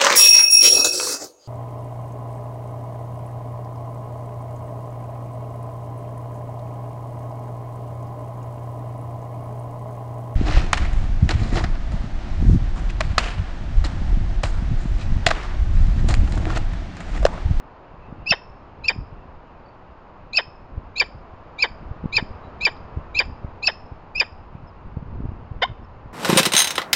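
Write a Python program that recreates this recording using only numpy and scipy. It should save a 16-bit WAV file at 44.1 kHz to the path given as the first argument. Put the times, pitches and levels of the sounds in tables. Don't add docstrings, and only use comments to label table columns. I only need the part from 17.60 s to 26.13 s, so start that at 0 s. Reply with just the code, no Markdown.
import sys
import numpy as np
from scipy import signal
from scipy.fft import rfft, irfft
from scipy.io import wavfile
from scipy.ndimage import uniform_filter1d

SR = 44100
rng = np.random.default_rng(int(sys.argv[2]) if len(sys.argv) > 2 else 0)


def persist_wave(psi):
    counts = np.round(np.clip(psi, -1, 1) * 32767).astype(np.int16)
    wavfile.write(sys.argv[1], SR, np.atleast_2d(counts).T)


N = 376158
TIME = np.arange(N) / SR
BAND_HZ = 7250


# (chip time [s], whistle length [s], whistle top [Hz], chip end [Hz], chip length [s],
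#  whistle level [dB], its swell [dB], its overtone [dB], upper voice level [dB], its swell [dB],
#  croak level [dB], strain [0-1])
CALLS = [ (0.7073, .042, 2826, 2536, 0.012, -20.5, -3, -11.5, -46.5, 29, -15, 0.94),
         (1.2831, 0.042, 2810, 2330, 0.012, -25.5, -12, -19, -36.5, -1.5, -22.5, 0.19),
         (2.7716, 0.039, 2760, 2485, .012, -25, -2, -23.5, -30, 6.5, -19, .8),
         (3.3997, .039, 2690, 2294, 0.013, -24, -4, -24.5, -32.5, 6, -20.5, 0.14),
         (4.0247, 0.038, 2624, 2285, .0125, -25.5, 1, -18.5, -34.5, -1, -19, 0.15),
         (4.5668, .041, 2648, 2300, .011, -24, 0.5, -17, -33, 8, -20, 0.16),
         (5.052, .043, 2672, 2307, .015, -21.5, 0.5, -21.5, -33.5, 1, -19.5, .05),
         (5.5895, 0.042, 2674, 2324, 0.012, -22, 2.5, -26, -31.5, 2.5, -20, 0.1),
         (6.072, 0.044, 2782, 2508, 0.0084, -21.5, -23.5, -19, -30.5, 12.5, -20, 1),
         (6.6, .047, 2730, 2346, 0.011, -20.5, -3, -11, -58, 4.5, -21, 0.19)]
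# (time [s], pitch [Hz], level [dB], brightness [dB])
CLUCK_GLIDE = [(8.015, 465, -44, -8), (8.022, 488, -17, -3), (8.029, 543, -15, -1), (8.031, 705, -15.5, 2),
               (8.041, 739, -14.5, -7.5), (8.046, 963, -29, -12), (8.051, 1040, -22.5, -25),
               (8.060, 1070, -29, -13), (8.066, 1040, -54, -20)]
# (frequency [Hz], gain [dB])
CALL_DIP_RESPONSE = [(5300, 0), (5750, -6.5), (6150, -6), (6600, -1.5), (7000, 4)]


def falcon():
    out = np.zeros(N)
    t = np.arange(-.06, .08, 1 / SR)
    for chip_s, *shape in CALLS:
        add(out, chup(t, *shape), chip_s + t[0])
    s, *columns = np.transpose(CLUCK_GLIDE)
    cluck_t = np.arange(s[0], s[-1], 1 / SR)
    hz, db, bright_db = (np.interp(cluck_t, s, column) for column in columns)
    cluck = low_voice(hz, jitter=0.0104, rasp=0.67, shimmer_db=-0.6, bright_db=bright_db)
    add(out, undb(db) * cluck, s[0])
    return resonate(out, CALL_DIP_RESPONSE)


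LOWER_START, UPPER_START = .875, .87
UPPER_RATIO, STRAIN_RATIO = 1.63, 0.065
CROAK_HZ, STRAIN_CROAK_HZ = 535.6, 275.4
CHIP_DB = -10
OVERTONE_DB, STRAIN_OVERTONE_DB = -12.5, 3
WHISTLE_RISE_S, WHISTLE_FULL_S = .002, .006


def chup(t, lead, top_hz, end_hz, length, early_db, swell_db, edge_db,
         upper_db, upper_swell_db, croak_db, strain):
    late_db, upper_late_db = early_db + swell_db, upper_db + upper_swell_db
    upper_top_hz = top_hz * (UPPER_RATIO + STRAIN_RATIO * strain)

    climb = np.interp(t, [-lead, -.006], [LOWER_START * top_hz, top_hz])
    drop = (top_hz - end_hz) * (1 - np.exp(-np.maximum(t + 0.0011, 0) / 0.0044))
    lower = turn(climb - drop, 0.0085, 700)
    whistle = fade(t, [
        (-lead - .006, early_db - 27), (WHISTLE_RISE_S - lead, early_db - 6.5),
        (WHISTLE_FULL_S - lead, early_db), (-.024, early_db),
        (-.012, late_db), (0, late_db - 4), (.004, late_db - 23)])
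    whistle = whistle * undb(1.7 * walk(len(t), 180))
    chip = undb(CHIP_DB) * fade(t, [
        (-.003, -28), (0, -6), (.002, 0), (length - .001, -.5), (length + .002, -11), (length + 0.0058, -40)])
    overtone = undb(OVERTONE_DB + STRAIN_OVERTONE_DB * strain) * fade(t, [
        (-.005, -28), (0, -3), (.003, .5), (.008, -4.5), (length + 0.0027, -15), (length + 0.017, -38)])
    tone = (whistle + chip) * np.sin(lower)
    tone -= (undb(edge_db) * whistle + overtone) * np.cos(2 * lower)
    tone += (whistle + chip) * undb(-30) * np.sin(3 * lower)

    upper_pitch = upper_top_hz * np.interp(t, [-lead, -.014, -.007, .002], [UPPER_START, 1, .995, .865])
    upper = turn(upper_pitch, 0.0099, 700)
    upper_gain = fade(t, [
        (-lead - .005, upper_db - 27), (-lead + 0.0015, upper_db - 0.5), (-.024, upper_db - 3),
        (-.009, upper_late_db), (0, upper_late_db + 2), (.005, upper_late_db - 26)])
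    upper_gain = upper_gain * undb(2 * walk(len(t), 200) + 2 * walk(len(t), 1100))

    mixing = undb(-18) * np.sin(upper + lower)
    mixing += undb(-30.5) * np.sin(2 * lower - upper)
    mixing += undb(-22.5) * np.sin(2 * (upper - lower))
    tone += upper_gain * (np.sin(upper) + mixing * np.clip(-t / 0.013, 0, 1))

    air = undb(-30) * chip + undb(-35) * whistle + fade(t, [(-.008, -52), (0, -27), (.008, -51.5)])
    rush = air * noise(len(t), [
        (500, -31), (2000, -15.5), (3300, 0.5), (5300, -4.5), (6000, -10), (7200, -13.5)])

    since_break = np.clip(t - length, 0, .04)
    croak_pitch = (CROAK_HZ + STRAIN_CROAK_HZ * strain) * np.exp(-since_break / .032)
    croak = low_voice(croak_pitch, jitter=0.022, rasp=0.42, shimmer_db=2.5)
    dull = signal.sosfilt(signal.butter(2, 2400, fs=SR, output="sos"), croak)
    croak = dull + np.exp(-since_break / 0.038) * (croak - dull)
    croak = croak * fade(t - length, [
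        (-.003, -28.5), (0, -2), (.004, 1.5), (.013, -2.5), (.024, -8.5), (.034, -32), (.05, -47)])
    return tone + rush + undb(croak_db) * croak


# (frequency [Hz], gain [dB])
THROAT_RESPONSE = [(200, -11.5), (500, -1.5), (750, 0), (950, 3.5), (1300, -9), (1800, 6.5), (2350, -5),
                   (2680, -19.5), (3080, 6), (3350, -8), (3650, 1.5), (4100, -21), (5000, -14.5),
                   (7100, -38.5)]


def low_voice(hz, jitter, rasp, shimmer_db, bright_db=0):
    phase = turn(hz, jitter, 600)
    overtones = sum(np.cos(k * phase - .25 * k ** 2) * (k * hz < BAND_HZ) for k in range(2, 24))
    puffs = (1 + np.cos(phase)) * rng.standard_normal(len(hz))
    claps = np.cos(phase) + undb(bright_db) * (overtones + rasp * puffs)
    claps = claps * undb(shimmer_db * walk(len(hz), 500))
    sound = resonate(claps, THROAT_RESPONSE)
    return sound / np.sqrt(uniform_filter1d(sound ** 2, size=400) + 1e-9)


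TAIL_T60_S = .55
SCATTER_S = .047
# (frequency [Hz], relative level [dB per Hz])
ECHO_COLOUR = [(300, -13.5), (1500, -7), (2500, -4), (3500, -4), (5000, -6.5), (5220, -7.5), (5500, -3.5),
               (7100, -3), (10000, -4)]
# (frequency [Hz], relative level [dB per Hz])
METAL_BAND = [(4400, -40), (4700, -7), (4950, -8), (5200, 1), (5450, -5.5), (5800, -40.5)]


def tower(x, near_db=-21, near_t60=.05, wall_db=-33, wall_s=0.044, scatter_db=-32, tail_db=-32,
          metal_db=-40, metal_t60=0.39):
    t = TIME[:SR]

    def ring(start_s, t60, colour=ECHO_COLOUR):
        decay = np.exp(-np.log(1000) * np.abs(t - start_s) / t60)
        h = noise(len(t), colour) * (t > start_s) * decay
        return h / np.sqrt(np.sum(h ** 2))

    response = undb(near_db) * ring(0.011, near_t60)
    response += undb(scatter_db) * ring(SCATTER_S, .17)
    response += undb(tail_db) * ring(0.005, TAIL_T60_S)
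    response += undb(metal_db) * ring(.011, metal_t60, METAL_BAND)
    response[int(wall_s * SR)] += undb(wall_db)
    return x + signal.fftconvolve(x, response)[:N]


TICK_S, TICK_DB, TICK_DECAY_S = 5.166, -33.5, 0.0013
# (frequency [Hz], gain [dB])
TICK_RESPONSE = [(1500, -23), (3300, -2), (4000, 9), (5000, -14), (7000, -35)]


def tick():
    out, t = np.zeros(N), TIME[:SR // 50]
    burst = rng.standard_normal(len(t)) * np.exp(-t / TICK_DECAY_S)
    add(out, undb(TICK_DB) * resonate(burst, TICK_RESPONSE), TICK_S)
    return out


EDDY_DB, EDDY_SCATTER_DB, EDDY_HZ, EDDY_OCTAVES = 7, 4.5, 125, .55
# (time [s], swing level [dB], swing rate [Hz])
STRONG_EDDIES = [(0.527, -23, 176), (0.715, -16, 154), (1.389, -18.5, 88), (3.18, -18.5, 67),
                 (4.315, -20, 74), (4.442, -14.5, 163), (4.458, -12.5, 142), (4.627, -16, 180),
                 (4.712, -21.5, 60.5), (5.374, -13.5, 79), (5.847, -18.5, 105), (6.322, -23.5, 87),
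                 (6.954, -23, 129.8), (7.372, -12.5, 125), (7.428, -20, 151), (7.605, -20.5, 174.6),
                 (7.657, -16.5, 97.8), (7.69, -17, 94), (7.917, -18, 92), (8.101, -21.5, 97),
                 (8.117, -20, 96)]
# (time [s], level before the overall wind gain [dB])
WIND_STRENGTH = [(0.0, -57), (0.28, -58), (0.59, -42), (1.14, -54), (1.37, -43), (2.09, -59), (2.97, -52.5),
                 (3.14, -44.5), (3.92, -52.5), (4.56, -39), (4.92, -47.5), (5.8, -42), (6.1, -49),
                 (7.29, -46), (7.48, -33.5), (7.74, -38), (7.86, -44), (8.53, -46.5)]
# (frequency [Hz], relative level [dB per Hz])
RUMBLE_COLOUR = [(15, 1), (35, 2), (80, 0.5), (150, -9), (250, -14.5), (450, -25), (1000, -47),
                 (3000, -84.5)]


def wind(gain_db=4, count=70):
    strength_db = np.interp(TIME, *np.transpose(WIND_STRENGTH)) + gain_db
    flutter_db = 2.8 * walk(N, 35)
    t = np.arange(-.04, .04, 1 / SR)
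    strong, lesser = np.zeros(N), np.zeros(N)
    angles = rng.uniform(0, 2 * np.pi, len(STRONG_EDDIES))
    for (s, db, hz), angle in zip(STRONG_EDDIES, angles):
        add(strong, undb(db) * eddy(t, hz, angle), s + t[0])
    places, sizes = rng.random((count, 2)), rng.standard_normal((count, 2))
    for (place, phase), (size, rate) in zip(places, sizes):
        thump = eddy(t, EDDY_HZ * 2 ** (EDDY_OCTAVES * rate), 2 * np.pi * phase)
        add(lesser, undb(EDDY_DB + EDDY_SCATTER_DB * size) * thump, place * TIME[-1])
    rumble = noise(N, RUMBLE_COLOUR) * undb(flutter_db)
    return strong + undb(strength_db) * (rumble + lesser)


def eddy(t, hz, angle):
    swing = np.cos(2 * np.pi * hz * t + angle) / np.cosh(hz * t / 0.23)
    fine = noise(len(t), [(200, 2.5), (350, -5.5), (600, -14), (1200, -26.5), (3000, -57)])
    return swing + 0.36 * swing ** 2 * fine


TOWN_DB = -45
# (frequency [Hz], relative level [dB per Hz])
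TOWN_COLOUR = [(30, 0), (90, -6), (140, -6.5), (280, -9), (600, -7.5), (1020, -7), (1300, -12.5),
               (1700, -20), (2200, -24.5), (2650, -26), (3400, -35), (5000, -39.5), (5700, -48.5),
               (7200, -50.5)]
# (time [s], length [s], start pitch [Hz], end pitch [Hz], level before flutter [dB])
FAR_CHIRPS = [(2.02, 0.16, 4620, 4450, -68), (4.82, 0.082, 3870, 3940, -59),
              (7.053, 0.061, 5440, 4850, -66), (8.217, 0.055, 5360, 5170, -68.5)]


def town(swell_db=1.5, waver_db=-69):
    out = noise(N, TOWN_COLOUR) * undb(TOWN_DB + swell_db * walk(N, 0.51))
    waver = np.sin(turn(2680 * (1 + .03 * walk(N, 16)), .035, 500))
    waver *= np.clip(.6 + walk(N, 14), 0, 1.5)
    sinking_db = np.interp(TIME, [.5, 1.5], [5, -3])
    out += waver * undb(waver_db + sinking_db + 1.7 * walk(N, 15))
    for s, length, start_hz, end_hz, db in FAR_CHIRPS:
        n = int(length * SR)
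        glide = np.sin(turn(np.linspace(start_hz, end_hz, n), 0.0038, 400))
        add(out, undb(db + 4 * walk(n, 109)) * np.hanning(n) * glide, s)
    return out


def undb(db):
    return 10 ** (np.asarray(db) / 20)


def unit(x):
    return x / np.sqrt(np.mean(x ** 2))


def add(out, x, start_s):
    i = int(round(start_s * SR))
    out[i:i + len(x)] += x[:len(out) - i]


def walk(n, rate):
    k = max(int(SR / rate), 1)
    steps = np.repeat(rng.standard_normal(n // k + 1), k)
    return 1.48 * uniform_filter1d(steps, k)[:n]


def noise(n, colour):
    return unit(irfft(rfft(rng.standard_normal(n)) * gains(n, colour), n))


def turn(hz, jitter, rate):
    return 2 * np.pi * np.cumsum(hz * (1 + jitter * walk(len(hz), rate))) / SR


def fade(t, points):
    s, db = np.transpose(points)
    return undb(np.interp(t, s, db, left=-np.inf, right=-np.inf))


def gains(n, colour):
    hz, db = np.transpose(colour)
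    bin_hz = np.maximum(np.fft.rfftfreq(n, 1 / SR), 1)
    return undb(np.interp(np.log(bin_hz), np.log(hz), db))


def resonate(x, colour, size=1024):
    cepstrum = irfft(np.log(gains(size, colour)))[:size // 2]
    cepstrum[1:] *= 2
    impulse_response = irfft(np.exp(rfft(cepstrum, size)))
    return signal.fftconvolve(x, impulse_response)[:len(x)]


def scene():
    return (tower(falcon()) + tick() + wind() + town())[None]


CONVERTER_HZ, TOP_HZ = 16000, 14500


def record(dry, mirror_db=-54):
    band = signal.sosfilt(signal.ellip(10, .2, 60, BAND_HZ, fs=SR, output="sos"), dry)
    mirror = undb(mirror_db) * 2 * np.cos(2 * np.pi * CONVERTER_HZ * TIME) * band
    return signal.sosfilt(signal.ellip(8, .2, 70, TOP_HZ, fs=SR, output="sos"), band + mirror)


dry = scene()
out = record(dry)
persist_wave(out)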